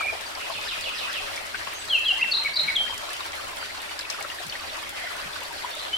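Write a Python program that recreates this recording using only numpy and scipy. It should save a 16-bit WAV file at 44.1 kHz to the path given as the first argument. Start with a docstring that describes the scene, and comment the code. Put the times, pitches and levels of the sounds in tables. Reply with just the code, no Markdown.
"""A damp winter garden beside a house. Small birds call, each note a nearly pure syrinx tone: a far trill
of falling notes, then a near phrase of slurred whistles and chips that the walls throw back.
Water drips (a pop plus spatter) and ticks in the bare twigs (short noise snaps),
over a steady outdoor hiss, a rumble and a faint low hum."""
import sys
import numpy as np
from scipy import signal
from scipy.fft import rfft, irfft
from scipy.io import wavfile
from scipy.ndimage import uniform_filter1d

SR = 44100
rng = np.random.default_rng(int(sys.argv[2]) if len(sys.argv) > 2 else 0)


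def wrap_up_sound(samples):
    """Save the sound to the file named by the first command line argument, as 16-bit audio."""
    columns = np.atleast_2d(samples).T
    # keep every value between -1 and 1, then stretch to whole-number steps
    tamed = np.clip(columns, -1, 1)
    steps = np.round(tamed * 32767).astype(np.int16)
    wavfile.write(sys.argv[1], SR, steps)


N = 263277


def near_bird():
    """Main phrase: slurs arrive clean and direct, short notes raise more echo."""
    return nearby(slurs(), slap_db=-2.5, wash_db=-2.4) + nearby(short_notes(), slap_db=-1, wash_db=.2)


def slurs():
    """The near bird's clean gliding whistles."""
    # Each row: start and length in seconds, from and to in Hz, bend, crest as share of length, level in dB.
    whistles = [(1.898, 0.086, 3340, 2570, 0.9, 0.71, -15.5), (2.052, 0.069, 3323, 2766, 1.05, 0.84, -15.3),
                (2.192, 0.027, 2200, 2047, 0.41, 0.49, -23), (2.211, 0.0245, 2544, 2770, 1.0, 0.63, -14),
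                (2.239, 0.0102, 2230, 1870, 1.16, .4, -23.5), (5.928, 0.035, 3045, 3150, 1.5, 0.33, -21)]
    song = np.zeros(N)
    for s, length_s, from_hz, to_hz, bend, crest, db in whistles:
        pitch = glide(length_s, from_hz, to_hz, bend)
        tone = note(pitch, crest, rise_db=10, fade_db=8, waver=.003, flutter_db=.8)
        add(song, s, amp(db) * tone)
    return song


def short_notes():
    """The near bird's buzzy chips, closing swoop and husky low notes."""
    # Each row: start and length in seconds, from and to in Hz, level in dB.
    chips = [(1.885, .016, 3800, 4250, -28.5), (2.042, .014, 3880, 3964, -26.5),
             (2.312, .018, 4440, 4420, -19.5), (2.333, .028, 3740, 4170, -19),
             (2.364, .018, 3820, 3950, -22), (2.535, .012, 4400, 4680, -23.5),
             (2.553, .022, 4600, 4720, -26), (2.559, .017, 3740, 4140, -18),
             (2.588, .023, 3760, 3940, -18.3)]
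    # Start and length in seconds, from and to in Hz, settling time in seconds, level in dB.
    closing_swoop = (2.753, .036, 4202, 3125, .0062, -15.5)
    # Each row: start in seconds, level in dB.
    low_notes = [(2.445, -20.5), (2.673, -19.5)]
    song = np.zeros(N)
    for s, length_s, from_hz, to_hz, db in chips:
        pitch = glide(length_s, from_hz, to_hz, bend=.69)
        tone = note(pitch, crest=.52, rise_db=10, fade_db=5, waver=.0096, flutter_db=1.6, buzz=.033)
        add(song, s, amp(db) * rasp(tone, share=.1, width_hz=350))
    s, length_s, from_hz, to_hz, settle_s, db = closing_swoop
    pitch = swoop(length_s, from_hz, to_hz, settle_s)
    add(song, s, amp(db) * note(pitch, crest=.41, rise_db=12, fade_db=4, waver=.007, flutter_db=1))
    low_s, low_hz, drop_hz, drop_s = .034, 2265, 520, .0025
    pitch = low_hz - drop_hz * np.exp((np.arange(0, low_s, 1 / SR) - low_s) / drop_s)  # holds, then drops
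    for s, db in low_notes:
        tone = note(pitch, crest=.56, rise_db=12, fade_db=5, waver=.017, flutter_db=2.2)
        add(song, s, amp(db) * rasp(tone, share=.06))
    return song


def trill():
    """Far bird: each raspy note drops from a high squeak and levels off, into diffuse echo."""
    # Each row: start of the fall in seconds, level in dB.
    falls = [(.519, -30.3), (.673, -29.3), (.824, -28.6), (.973, -29), (1.121, -27.8)]
    squeak_s, squeak_db = .026, -8
    squeak_hz = glide(squeak_s, from_hz=5400, to_hz=4700, bend=.6)
    fall_hz = swoop(length_s=.074, from_hz=4700, to_hz=2330, settle_s=.026)
    song = np.zeros(N)
    for s, db in falls:
        squeak = note(squeak_hz, crest=.6, rise_db=4, fade_db=3, waver=.03, flutter_db=2.5)
        add(song, s - squeak_s, amp(db + squeak_db) * rasp(squeak, share=.42))
        fall = note(fall_hz, crest=.8, rise_db=3, fade_db=3, waver=.014, flutter_db=1.2,
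                    overtone_db=-45, buzz=.045)
        add(song, s, amp(db) * rasp(fall, share=np.linspace(.42, .06, len(fall))))
    return amp(-4.2) * pan(-4.5) * song + garden(song)


def whistler():
    """One quavering whistle from another tree, a little to the right."""
    # Start and length in seconds, pitch in Hz, level in dB.
    whistle = (0, .114, 2380, -27)
    s, length_s, hz, db = whistle
    depth_hz, rate_hz = 50, 24.8
    pitch = hz + depth_hz * np.sin(2 * np.pi * rate_hz * np.arange(0, length_s, 1 / SR))
    tone = note(pitch, crest=.88, rise_db=-1, fade_db=4, waver=.013, flutter_db=3, overtone_db=-45)
    song = np.zeros(N)
    add(song, s, amp(db) * tone)
    return pan(-4.5) * song + amp(-7.5) * garden(song)


def far_birds():
    """Thin distant calls, heard mostly as echo."""
    # Each row: start and length in seconds, from and to in Hz, level in dB, hoarse share of power.
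    calls = [(.39, .05, 2980, 2520, -33.3, .3), (1.741, .036, 6400, 6350, -40, .05),
             (1.788, .036, 8030, 7870, -41.5, .05), (3.592, .04, 4680, 4550, -38, .4),
             (4.93, .15, 2060, 2020, -37.5, .5), (5.71, .11, 3450, 4030, -38.5, .2),
             (5.82, .06, 3550, 3200, -41, .3)]
    song = np.zeros(N)
    for s, length_s, from_hz, to_hz, db, hoarse in calls:
        pitch = glide(length_s, from_hz, to_hz)
        tone = note(pitch, crest=.73, rise_db=3, fade_db=6, waver=70 / from_hz, flutter_db=3,
                    overtone_db=-70)
        add(song, s, amp(db) * rasp(tone, hoarse))
    return amp(-3.2) * pan(-5) * song + amp(-.1) * garden(song)


def note(pitch_hz, crest, rise_db, fade_db, waver, flutter_db, overtone_db=-55, buzz=0, buzz_hz=230):
    """Slightly unsteady syrinx tone that swells to a crest and fades; high notes can buzz."""
    t = np.arange(len(pitch_hz)) / SR
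    u = t / t[-1]
    arch_db = -np.where(u < crest, rise_db * (1 - u / crest) ** 2,
                        fade_db * ((u - crest) / (1 - crest)) ** 2)
    wobble, flutter = band(0, 270, size=16384)[:, :len(t)]
    buzz_depth = buzz * np.clip((pitch_hz - 3400) / 400, 0, 1)
    vibrato = buzz_depth * np.sin(2 * np.pi * (buzz_hz * t + rng.random()))
    phase = 2 * np.pi * np.cumsum(pitch_hz * (1 + waver * wobble + vibrato)) / SR
    edges = np.sin(np.pi / 2 * np.clip(np.minimum(t, t[-1] - t) / .00096, 0, 1)) ** 2
    tone = np.sin(phase) + amp(overtone_db) * np.sin(2 * phase)
    return amp(arch_db + flutter_db * flutter) * edges * tone


def glide(length_s, from_hz, to_hz, bend=1):
    """Eased pitch curve; a bend under 1 moves early."""
    u = np.linspace(0, 1, round(length_s * SR))
    return from_hz + (to_hz - from_hz) * np.sin(np.pi / 2 * u ** bend) ** 2


def swoop(length_s, from_hz, to_hz, settle_s):
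    """Pitch curve that settles exponentially."""
    return to_hz + (from_hz - to_hz) * np.exp(-np.arange(0, length_s, 1 / SR) / settle_s)


def rasp(tone, share, width_hz=600):
    """Breaks a share of a tone's power into a hoarse band around its pitch."""
    noise = band(0, width_hz, size=16384)[0, :len(tone)]
    return tone * (np.sqrt(1 - share) + np.sqrt(share) * noise)


def nearby(song, slap_db, wash_db):
    """A close song with its ground bounce, wall slaps and a longer wash."""
    # Each row: delay in seconds, gain in dB.
    walls = [(.027, -10.5), (.057, -14)]
    # How strongly the garden returns each pitch. Each row: frequency in Hz, gain in dB.
    returns = [(2250, -5), (2550, -5), (2760, 1), (2950, -9), (3130, 3.5), (3300, -9), (3850, -1.5),
               (4140, 6), (4450, -6), (4750, -7)]
    ground_s, ground_db = .00362, -6.5  # the bounce makes falling slurs throb
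    direct, slaps = song.copy(), np.zeros((2, N))
    add(direct, ground_s, amp(ground_db) * song)
    for delay_s, db in walls:
        for side in slaps:
            add(side, delay_s + rng.uniform(0, .00054), amp(db) * song)
    return_gain = amp(read(returns, np.fft.rfftfreq(N + SR, 1 / SR)))
    spill = irfft(rfft(np.pad(song, (0, SR))) * return_gain, N + SR)[:N]
    return amp(-1.6) * (pan(1) * direct + amp(slap_db) * slaps + amp(wash_db) * garden(spill))


def garden(x):
    """Diffuse echo from branches and walls: sparse taps, each band dying at its own rate."""
    # Each row: frequency in Hz, T60 in seconds.
    decay_times = [(500, 0.06), (2500, .5), (3200, 0.68), (4200, 0.5), (9000, 0.44)]
    taps_per_s, build_s = 2500, .0041
    taps = rng.standard_normal((2, SR)) * (rng.random((2, SR)) < taps_per_s / SR)
    hz, t, spectra = signal.stft(taps, SR, nperseg=256)
    envelope = amp(-60 * t / read(decay_times, hz)[:, None]) * (1 - np.exp(-t / build_s))
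    tail = signal.istft(spectra * envelope, SR, nperseg=256)[1]
    tail *= np.sqrt(2) / np.linalg.norm(tail)
    return signal.fftconvolve(np.atleast_2d(x), tail, axes=1)[:, :N]


def dripping(small_count=320):
    """Close drips and two faint high chips, with many small drips all round."""
    # Each row: start in seconds, level in dB, pitch in Hz, left over right in dB, spatter gain.
    drips_and_chips = [(.007, -21, 1293, 15, .5), (.05, -28, 720, 4, .5), (.124, -26.5, 661, 18, .7),
                       (.35, -29, 4800, 0, 1), (.495, -28.5, 665, 9, .4), (.498, -29.5, 1100, 3, .7),
                       (.673, -27, 1800, 8, .5), (1.363, -29, 5100, 0, .8), (1.375, -27, 2300, 2, .6),
                       (1.543, -23.5, 1540, 4, 1), (1.551, -30, 2400, 3, 1.3), (1.67, -25, 1080, 17, .8),
                       (1.67, -28, 2700, 3, .8), (2.862, -28, 1670, 9, .4), (2.895, -28, 910, 8, .4),
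                       (2.924, -30, 990, -4, .6), (3.204, -27, 3740, -2, .5), (3.204, -25.5, 1020, 5, .4),
                       (3.395, -29, 1200, 3, .5), (3.625, -29.5, 1440, 11, .7), (3.892, -30, 2280, 1, .4),
                       (3.99, -24, 4900, 2, .8), (3.994, -29.5, 1635, -1, .5), (4.009, -25.5, 4040, 1, .6),
                       (4.05, -28, 2550, 3, .6), (4.1, -21, 5320, 4, 1.2), (4.126, -30, 2550, 2, .9),
                       (4.142, -29.5, 1400, 5, .8), (4.186, -27.5, 1205, -5, .8), (4.203, -33, 800, 2, 1),
                       (4.208, -31, 2200, 2, 1), (4.243, -27, 1330, 4, .9), (4.244, -33, 600, 2, .7),
                       (4.299, -23.5, 2840, 2, .45), (4.315, -29, 1900, 2, .5), (4.384, -28, 1800, 2, .3),
                       (4.402, -30, 726, 15, .5), (4.496, -23, 4530, 4, .45), (4.523, -24.5, 3070, 2, .5),
                       (4.552, -28, 1890, 3, .4), (4.596, -30, 4600, 2, .4), (4.697, -30, 3480, 2, .3),
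                       (4.827, -30, 2180, .5, .3), (5.037, -29, 690, 14, .4), (5.07, -29, 1490, 2, .3),
                       (5.358, -27.5, 1520, -5, .5), (5.644, -20.5, 990, -2, .35),
                       (5.763, -31, 600, -3.5, .4)]
    out = np.zeros((2, N))
    for s, db, hz, side_db, splash in drips_and_chips:  # the chips are at .35 s and 1.363 s
        time_scale = (hz / 1000) ** -.46  # higher pops are quicker
        pop = drip(hz, splash, rise_s=.0025 * time_scale, fade_s=.077 * time_scale)
        add(out, s, amp(db) * pan(side_db) * pop)
    for when, size, pitch, side in rng.random((small_count, 4)):
        pop = drip(hz=740 * 2 ** (2.7 * pitch), splash=.6, rise_s=.003, fade_s=.093)
        add(out, when * N / SR, amp(-39 + 6.5 * size ** 2) * pan(18 * (side - .45)) * pop)
    return out + amp(-13.5) * garden(out)


def drip(hz, splash, rise_s, fade_s):
    """A round pop that dies fast and a longer dull spatter at the same pitch, as when a drop lands."""
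    t = np.arange(4096) / SR
    cycles = hz * t + rng.random() + .31 * rng.random((2, 1))
    ring = np.sin(2 * np.pi * cycles) * amp(-100 * t / fade_s)
    spatter = band(hz, .42 * hz + 60, size=4096) * amp(-55 * t / fade_s)
    return (1.47 * ring + splash * spatter) * np.tanh(t / rise_s) ** 2


def ticking(faint_count=400):
    """Fine drops on twigs: a few clear ones and a faint patter."""
    # Each row: start in seconds, level in dB, pitch in Hz.
    clear_ticks = [(.2095, -27.5, 6700), (.612, -27, 5000), (.8092, -23.5, 6700), (1.129, -25, 6700),
                   (1.359, -26.5, 6700), (1.577, -29, 4200), (1.648, -29, 4500), (2.978, -22.5, 6700),
                   (3.091, -25, 4300), (3.131, -27, 8000), (3.165, -28, 5300), (3.319, -26, 5500),
                   (3.646, -27, 2900), (3.991, -26, 6700), (4.1, -26, 6700), (4.225, -25, 6700),
                   (4.892, -25, 8000), (5.622, -29, 4000), (5.78, -28, 2900), (5.85, -25, 3210),
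                   (5.882, -24, 3350)]
    out = np.zeros((2, N))
    for s, db, hz in clear_ticks:
        side_db = rng.uniform(-6, 5.61)
        snap = tick(hz, decay_s=.0013, width_hz=.00017 * hz ** 2)  # low knocks ring, high snaps are broad
        add(out, s, amp(db) * pan(side_db) * snap)
    for when, size, pitch, side in rng.random((faint_count, 4)):
        snap = tick(hz=2500 + 9000 * pitch, decay_s=.0012, width_hz=8000)
        add(out, when * N / SR, amp(-42 + 13 * size ** 2) * pan(16 * (side - .5)) * snap)
    return out


def tick(hz, decay_s, width_hz, rise_s=.0012, rustle_s=.019):
    """A short bright snap with a faint rustle behind it."""
    t = np.arange(2048) / SR
    envelope = np.tanh(t / rise_s) ** 2 * (np.exp(-t / decay_s) + .075 * np.exp(-t / rustle_s))
    return 1.7 * band(hz, width_hz, size=2048) * envelope


def background():
    """Hiss, rumble, a wavering hum and a few soft low bumps."""
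    # Each row: frequency in Hz, relative spectral density in dB.
    hiss_spectrum = [(250, -33), (480, -8.5), (570, 3), (800, -1.5), (1200, 0), (2000, 0), (3000, -2),
                     (4700, -5), (6400, -13), (8000, -10.5), (9200, -14), (12500, -18), (15500, -31.5)]
    rumble_spectrum = [(20, -2), (60, -1), (97, 1), (120, -12), (250, -4.5), (330, -5), (380, -2.5),
                       (520, -24.5)]
    # Each row: time in seconds, hiss level in dB.
    breeze = [(0, -35), (1.3, -33.3), (2, -35.8), (3.2, -35.2), (4.2, -35.5), (5.95, -35.3)]
    # Each row: centre and width in Hz, level in dB.
    hum_bands = [(79, 18, -64), (323.6, 52, -59), (417.3, 18, -57.3)]
    # Each row: midpoint in seconds, level in dB.
    bumps = [(2.25, -51), (2.501, -55.5), (2.66, -47.5), (4.48, -49), (5.275, -49)]
    hiss_db = np.interp(np.arange(N) / SR, *np.transpose(breeze))
    out = amp(hiss_db) * air(hiss_spectrum, patchy_db=3, flicker_db=1.1, size=1024)
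    out += amp(-51) * air(rumble_spectrum, patchy_db=2, flicker_db=1, size=4096)
    for hz, width_hz, db in hum_bands:
        out += amp(db) * band(hz, width_hz, size=N)
    swell = signal.windows.hann(4096)
    for s, db in bumps:
        add(out, s - len(swell) / SR / 2, amp(db) * swell * band(hz=174, width_hz=87, size=4096)[0])
    return out


def air(spectrum, patchy_db, flicker_db, size):
    """Outdoor noise whose level drifts in small patches and flickers as a whole."""
    # Each row: frequency in Hz, left-right correlation.
    correlations = [(30, 0.33), (700, -0.21), (3500, -0.12), (4900, -0.06), (5700, 0.42), (8000, -0.52),
                    (9300, 0), (11700, -0.2), (13000, 0)]
    # Each row: frequency in Hz, left over right in dB.
    balances = [(30, 5), (150, 4.5), (330, -4.5), (600, 2.5), (1400, 2), (3000, 0)]
    hz, hop = np.fft.rfftfreq(size, 1 / SR), size // 4
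    left_re, left_im, other_re, other_im, patches = rng.standard_normal((5, N // hop + 5, len(hz)))
    patches = unit(uniform_filter1d(uniform_filter1d(patches, size=5, axis=0), size=11, axis=1))
    patches /= 1 + (hz / 6000) ** 2  # the highest hiss is smoother
    flicker = unit(uniform_filter1d(rng.standard_normal((len(patches), 1)), size=9, axis=0))
    same = read(correlations, hz)
    left = left_re + 1j * left_im
    right = same * left + np.sqrt(1 - same ** 2) * (other_re + 1j * other_im)
    level_db = read(spectrum, hz) + patchy_db * patches + flicker_db * flicker
    spectra = np.array([left, right]) * amp(level_db) * pan(read(balances, hz))
    return unit(signal.istft(spectra.swapaxes(1, 2), nperseg=size, noverlap=size - hop)[1][:, :N])


def band(hz, width_hz, size):
    """Two channels of noise in one resonance."""
    f = np.fft.rfftfreq(size, 1 / SR)
    return unit(irfft(rfft(rng.standard_normal((2, size))) / (1 + (2 * (f - hz) / width_hz) ** 2), size))


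def amp(db):
    """Decibels to gain."""
    return 10 ** (np.asarray(db) / 20)


def unit(x):
    """Scales to rms 1."""
    return x / np.sqrt(np.mean(x ** 2) + 1e-20)


def read(points, hz):
    """Reads a table on a log-frequency axis."""
    f, value = np.transpose(points)
    return np.interp(np.log(hz + 1), np.log(f + 1), value)


def add(mix, s, sound):
    """Adds a sound into the mix at s seconds."""
    part = mix[..., max(round(s * SR), 0):][..., :sound.shape[-1]]
    part += sound[..., :part.shape[-1]]


def pan(db):
    """Constant-power column of stereo gains; positive dB is left."""
    gains = amp(np.array([db, -db]) / 2)
    return (gains / np.sqrt(np.mean(gains ** 2, axis=0)))[:, None]


def scene():
    """Birds, drips and air together."""
    return near_bird() + whistler() + trill() + far_birds() + dripping() + ticking() + background()


def record(dry):
    """Steep low-pass on the top treble."""
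    edge_hz = 15900
    return signal.oaconvolve(dry, signal.firwin(511, edge_hz, window=("kaiser", 9), fs=SR)[None], "same")


dry = scene()
out = record(dry)
wrap_up_sound(out)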